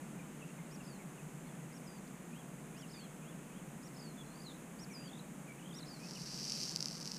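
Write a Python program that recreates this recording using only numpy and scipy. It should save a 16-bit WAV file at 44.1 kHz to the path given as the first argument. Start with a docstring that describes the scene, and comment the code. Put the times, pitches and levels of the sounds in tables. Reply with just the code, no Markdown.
"""A low town rumble and a faint hiss lie behind small birds in a park, where a model rocket waits on its pad.
A near bird whistles a two-part song about once a second; farther ones chirp and buzz among the trees.
Each call is a near-pure tone, modulated in pitch and level. At about six seconds the igniter catches:
sparks, each an impulse ringing between nozzle and pad, merge into a sizzle that swells and then
thins out among sharp spits. One microphone hears it all."""
import sys
import numpy as np
from scipy import signal
from scipy.fft import rfft, irfft
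from scipy.io import wavfile
from scipy.ndimage import uniform_filter1d

SR = 44100
rng = np.random.default_rng(int(sys.argv[2]) if len(sys.argv) > 2 else 0)


def bounce(signal):
    """Save signal as a 16-bit WAV file at the path given by the first command-line argument."""
    frames = np.transpose(np.atleast_2d(signal))
    limited = np.clip(frames, -1, 1)
    pcm = np.round(limited * 32767).astype(np.int16)
    wavfile.write(sys.argv[1], SR, pcm)


N = 316638
TIME = np.arange(N) / SR
CATCH_S, SMOULDER_S = 6.023, .17   # when the igniter catches; how long it fizzes beforehand


def from_db(db):
    """Amplitude grows tenfold for every 20 decibels."""
    return 10 ** (np.asarray(db) / 20)


def rms_one(x):
    """Dividing by the root mean square gives unit power."""
    return x / np.sqrt(np.mean(x ** 2) + 1e-20)


def add(out, start_s, sound):
    """Superposition: a sound adds to the mix from its starting time."""
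    at = max(round(start_s * SR), 0)
    out[at:at + len(sound)] += sound[:max(N - at, 0)]


def drift(corner_hz):
    """Low-passed noise wanders at random with an rms of one."""
    hz = np.arange(N // 2 + 1) * SR / N
    return rms_one(irfft(rfft(rng.standard_normal(N)) / (1 + (hz / corner_hz) ** 2), N))


def coloured_noise(spectrum):
    """Spectral shaping: white noise takes the given contour, rolling off past both ends; rms one."""
    hz = np.arange(1, N // 2 + 2) * SR / N
    knots_hz, level_db = np.transpose(spectrum)
    roll_off = np.minimum(hz / knots_hz[0], 1) ** 2 * np.minimum(knots_hz[-1] / hz, 1) ** 2
    gain = roll_off * from_db(np.interp(np.log(hz), np.log(knots_hz), level_db))
    return rms_one(irfft(rfft(rng.standard_normal(N)) * gain, N))


def background(settled_db=-50, ease_db=1, ease_s=1.1, hiss_db=-62.5, hum_waver_db=2, wander_rad=.45):
    """Broadband rumble and hiss lie under two machine hums, slowly modulated in level and phase."""
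    # spectrum of the town rumble: frequency_hz, relative_density_db
    rumble = [(20, -24), (32, -21.5), (48, -25), (80, -27.5), (108, -26.5), (122, -21.5), (138, -2.5),
              (160, -0.5), (205, -4.5), (300, -11), (430, -17), (800, -21), (2500, -28.5), (4200, -41)]
    # spectrum of the high hiss in the air: frequency_hz, relative_density_db
    air = [(3000, -22), (4500, -15.5), (5900, -6), (6400, 2.5), (8500, 1.5), (10000, -1.5), (11500, -6),
           (15000, -11)]
    # tones of distant machinery: pitch_hz, rms_db
    hums = [(60, -77), (484, -74.5)]
    rumble_db = settled_db + ease_db * np.exp(-TIME / ease_s)
    out = from_db(rumble_db) * coloured_noise(rumble) + from_db(hiss_db) * coloured_noise(air)
    for hz, rms_db in hums:
        phase = 2 * np.pi * hz * TIME + wander_rad * drift(2.2)
        out += np.sqrt(2) * from_db(rms_db + hum_waver_db * drift(2.9)) * np.sin(phase)
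    return out


def park(x, wet_db, t60_s):
    """Reverberation: trees and houses scatter sound into a thin, exponentially decaying tail."""
    t = TIME[:SR // 2]
    echoes = rng.standard_normal(len(t)) * from_db(-60 * t / t60_s) * (t > .01)
    return x + from_db(wet_db) * signal.fftconvolve(x, echoes / np.linalg.norm(echoes))[:N]


def whistle(hz, level_db, waver, flicker_db=1.2):
    """A bird's near-pure tone: phase is the integral of frequency, and pitch and level waver a little."""
    jitter, flicker = (rms_one(uniform_filter1d(row, 330)) for row in rng.standard_normal((2, len(hz))))
    phase = 2 * np.pi * np.cumsum(hz * (1 + waver * jitter)) / SR
    envelope = from_db(level_db + flicker_db * flicker) * signal.windows.tukey(len(hz), .1)
    return np.sqrt(2) * envelope * np.sin(phase)


def sing(shape, notes, waver, scallops_per_s=0, dip_db=0):
    """Notes share one contour; in a warble, modulation bends the pitch in arcs with level dips between."""
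    out = np.zeros(N)
    length_share, *columns = np.transpose(shape)
    for start_s, length_s, level_db in notes:
        t = np.arange(round(length_s * SR)) / SR
        hz, shape_db, depth_hz = (np.interp(t / length_s, length_share, column) for column in columns)
        trough = 1 - np.abs(np.sin(np.pi * scallops_per_s * t))
        add(out, start_s, whistle(hz - depth_hz * trough, level_db + shape_db - dip_db * trough, waver))
    return out


def chirps(edge_db=9):
    """Frequency glides: each short call follows a parabola in pitch and is loudest in the middle."""
    # single chirps: start_s, length_s, first_hz, middle_hz, last_hz, level_db
    calls = [(0.191, 0.024, 2520, 2360, 2400, -61), (.407, 0.045, 3230, 2610, 3080, -59),
             (0.486, 0.027, 2610, 2700, 2900, -64), (0.578, 0.033, 2610, 2130, 2100, -61),
             (.798, .027, 3030, 2700, 2400, -60.5), (.98, 0.047, 2660, 2290, 2150, -65),
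             (1.175, 0.032, 3100, 2550, 2560, -62), (1.445, .04, 2320, 2210, 2220, -66),
             (1.448, .05, 3700, 4300, 3900, -75), (1.478, .025, 3650, 3480, 3250, -70),
             (1.691, 0.053, 2130, 2075, 2150, -66), (2.068, .018, 3400, 4600, 6200, -69),
             (2.819, .039, 3210, 2870, 2590, -61), (2.933, 0.037, 3990, 3580, 3400, -66),
             (4.168, .064, 3530, 3460, 3310, -61), (4.439, 0.087, 4550, 3910, 3360, -57.5),
             (4.53, .06, 4200, 3900, 3750, -73), (4.888, .053, 2730, 2255, 2380, -61.5),
             (5.47, .062, 2600, 2300, 2390, -58.5), (5.987, 0.096, 2360, 2500, 2700, -64),
             (6.152, 0.034, 3210, 2750, 2030, -60), (6.514, 0.091, 2480, 2600, 2720, -64)]
    out = np.zeros(N)
    for start_s, length_s, *pitches_hz, level_db in calls:
        position = np.linspace(-1, 1, round(length_s * SR))
        hz = np.polyval(np.polyfit([-1, 0, 1], pitches_hz, 2), position)
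        add(out, start_s, whistle(hz, level_db - edge_db * position ** 2, waver=.012, flicker_db=3))
    return out


def buzzes(gap_db=19, scatter=.028, uneven_db=2, base_s=.0115, sweep_hz_per_s=105000, first_share=.204):
    """Sawtooth frequency modulation: downward flicks climb and swell, coming slower as they widen."""
    # buzzing climbs: start_s, length_s, first_hz, last_hz, final_db, swell_db, final_sweep_hz
    climbs = [(4.245, 0.2, 4120, 4880, -58.5, 12, 497), (4.944, 0.27, 2466, 3830, -57, 5.5, 1150),
              (5.564, .29, 2660, 4150, -57, 5, 1110)]
    out = np.zeros(N)
    for start_s, length_s, first_hz, last_hz, final_db, swell_db, final_sweep_hz in climbs:
        progress = np.linspace(0, 1, round(length_s * SR))
        centre_hz = first_hz + (last_hz - first_hz) * np.sin(np.pi * progress / 2) ** 2
        sweep_hz = final_sweep_hz * (first_share + (1 - first_share) * progress)
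        period_s = base_s + sweep_hz / sweep_hz_per_s
        flick, within = np.divmod(np.cumsum(1 / period_s) / SR, 1)
        detune, accent = rng.standard_normal((64, 2))[flick.astype(int)].T
        hz = centre_hz * (1 + scatter * detune) + sweep_hz * (.5 - within)
        crest_db = final_db - swell_db * (1 - progress) + uneven_db * accent
        add(out, start_s, whistle(hz, crest_db - gap_db * np.cos(np.pi * within) ** 2, waver=.0145))
    return out


def far_birds():
    """Distance raises the share of reverberant sound in the lilts, chirps and buzzes."""
    # a rising and falling note: length_share, pitch_hz, relative_db, scallop_depth_hz
    lilt = [(0, 2386, -8, 0), (.27, 2520, -2.5, 0.004), (.45, 3040, -5, 0), (.74, 3450, -6, 0),
            (1, 2660, -6, 0)]
    # its repeats: start_s, length_s, level_db
    lilts = [(2.306, 0.12, -61), (2.729, 0.11, -63), (2.955, 0.12, -60.5), (3.21, .125, -62.5),
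             (3.491, 0.12, -65)]
    return park(sing(lilt, lilts, waver=.019) + chirps() + buzzes(), wet_db=-11, t60_s=.42)


def near_bird(arch_s=.062, answer_after_s=.11):
    """Direct sound dominates at close range: an arched note, then a slurred or warbled answer."""
    # three note contours: length_share, pitch_hz, relative_db, scallop_depth_hz
    arch = [(0, 4300, -18, 0), (.13, 4950, -5, 0), (.36, 5500, -9, 0), (.66, 5800, -4, 0),
            (.83, 5300, -3.5, 0), (1, 4200, -8, 0.002)]   # the opening note
    slur = [(0, 5450, -16, 0), (.12, 6100, -7, 0), (.17, 5500, -7, 0), (.26, 4930, 2, 0),
            (.45, 4790, -5, 0), (.69, 4800, -7, 0), (.86, 4600, -5.5, 0), (1, 3970, -22, 0)]   # the smooth answer
    warble = [(0, 5350, -16, 1298), (.075, 5400, -16, 1300), (.14, 5400, -6, 1407), (.215, 5350, -7, 1150),
              (.35, 5050, -4, 750), (.485, 4820, -5, 400), (.625, 4570, -5, 260), (.825, 4200, -11.5, 100),
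              (1, 4070, -18, 0)]   # the falling, scalloped answer
    # the songs: start_s, arch_db, answer_kind, answer_length_s, answer_db
    songs = [(.706, -58.5, "warble", 0.17, -58.5), (1.723, -60.5, "slur", 0.17, -64.5),
             (2.764, -59.5, "warble", .2, -54), (3.823, -59, "warble", .21, -54),
             (4.788, -52.5, "slur", .208, -55), (5.738, -50.5, "warble", 0.15, -50.5)]
    notes = {"arch": [], "slur": [], "warble": []}
    for start_s, arch_db, answer_kind, answer_length_s, answer_db in songs:
        notes["arch"].append((start_s, arch_s, arch_db))
        notes[answer_kind].append((start_s + answer_after_s, answer_length_s, answer_db))
    song = sing(arch, notes["arch"], waver=.0034) + sing(slur, notes["slur"], waver=.003)
    song += sing(warble, notes["warble"], waver=.0059, scallops_per_s=36.8, dip_db=7.5)
    return park(song, wet_db=-19, t60_s=.3)


def resonate(x, hz, width_hz, boost_db):
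    """A second-order resonance or antiresonance raises or lowers one band."""
    cosine = np.cos(2 * np.pi * hz / SR)
    width, gain = np.pi * width_hz / SR, from_db(boost_db / 2)
    zeros = [1 + width * gain, -2 * cosine, 1 - width * gain]
    poles = [1 + width / gain, -2 * cosine, 1 - width / gain]
    return signal.lfilter(zeros, poles, x)


def nozzle(clicks, band_hz=(2600, 9000)):
    """Source and filter: every spark excites the same resonances and rings for a few cycles."""
    # peaks and dips of the space between nozzle and pad: centre_hz, width_hz, boost_db
    resonances = [(2680, 1100, 3.5), (3430, 600, -5.5), (4680, 1240, 13), (5500, 1000, 11), (6180, 550, 6),
                  (8200, 1300, 2.5), (9700, 550, -14), (10900, 980, 7), (12900, 1100, 1)]
    ringing = signal.sosfilt(signal.butter(2, band_hz, "band", fs=SR, output="sos"), clicks + 1e-18)
    for centre_hz, width_hz, boost_db in resonances:
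        ringing = resonate(ringing, centre_hz, width_hz, boost_db)
    return ringing


def burn(rise_s=.019, peak_at_s=6.48, hold_s=.19, sink_s=.098):
    """The envelope of combustion: a flare builds, holds, then sinks to fewer and less even sparks."""
    stages_s = [CATCH_S - SMOULDER_S, CATCH_S, CATCH_S + rise_s, peak_at_s]
    sinking_s = [peak_at_s + hold_s, peak_at_s + hold_s + sink_s]
    # first fizz, full smoulder, caught, peak, end of hold, sputter
    level_db = np.interp(TIME, stages_s + sinking_s, [-72.5, -62.5, -56, -44, -44, -50.5])
    sparks_per_s = np.interp(TIME, sinking_s, [3200, 1250])
    spread_db = np.interp(TIME, sinking_s, [4, 5])
    return level_db, sparks_per_s, spread_db


def sizzle(flutter_db=.5, flutter_hz=50):
    """Shot noise: thousands of tiny sparks a second merge into a hiss, grainier as they thin out."""
    level_db, sparks_per_s, spread_db = burn()
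    born = rng.random(N) < sparks_per_s / SR
    size_db = spread_db * np.minimum(rng.exponential(1, N), 3.3) + flutter_db * drift(flutter_hz)
    sparks = nozzle(born * from_db(size_db) * rng.choice([-1, 1], N))
    running_rms = np.sqrt(np.abs(uniform_filter1d(sparks ** 2, size=3000)) + 1e-12)
    return sparks / running_rms * from_db(level_db) * (TIME > CATCH_S - SMOULDER_S)


def spits(ring_hz=5150, scatter_hz=250):
    """Each large spark sounds the nozzle's impulse response, with a slightly different ring of its own."""
    # the biggest sparks: start_s, relative_peak_db
    sparks = [(6.11, -32), (6.4712, -33), (6.498, -26), (6.5213, -21.5), (6.6149, -25), (6.633, -23.5),
              (6.6944, -26), (6.761, -17.5), (6.8063, -22.5), (6.8265, -21), (6.858, -21), (6.8841, -26),
              (6.911, -31), (6.9202, -35), (7.0277, -33), (7.0566, -27), (7.076, -27), (7.1178, -26),
              (7.1462, -35)]
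    out = np.zeros(N)
    snap = nozzle(signal.unit_impulse(SR // 20))
    for start_s, peak_db in sparks:
        spit = resonate(snap, ring_hz + scatter_hz * rng.standard_normal(), width_hz=1100, boost_db=4)
        add(out, start_s, from_db(peak_db) * spit / np.abs(spit).max())
    return out


def igniter(spits_gain_db=-1.5):
    """Combustion noise: the burning tip gives a dense sizzle and separate spits."""
    return sizzle() + from_db(spits_gain_db) * spits()


def scene():
    """The sources superpose at one microphone, which feeds both channels."""
    return np.tile(background() + near_bird() + far_birds() + igniter(), (2, 1))


def record(dry, cutoff_hz=15350):
    """Band limiting: a steep elliptic low-pass removes the highest treble."""
    return signal.sosfilt(signal.ellip(12, .1, 80, cutoff_hz, fs=SR, output="sos"), dry)


dry = scene()
out = record(dry)
bounce(out)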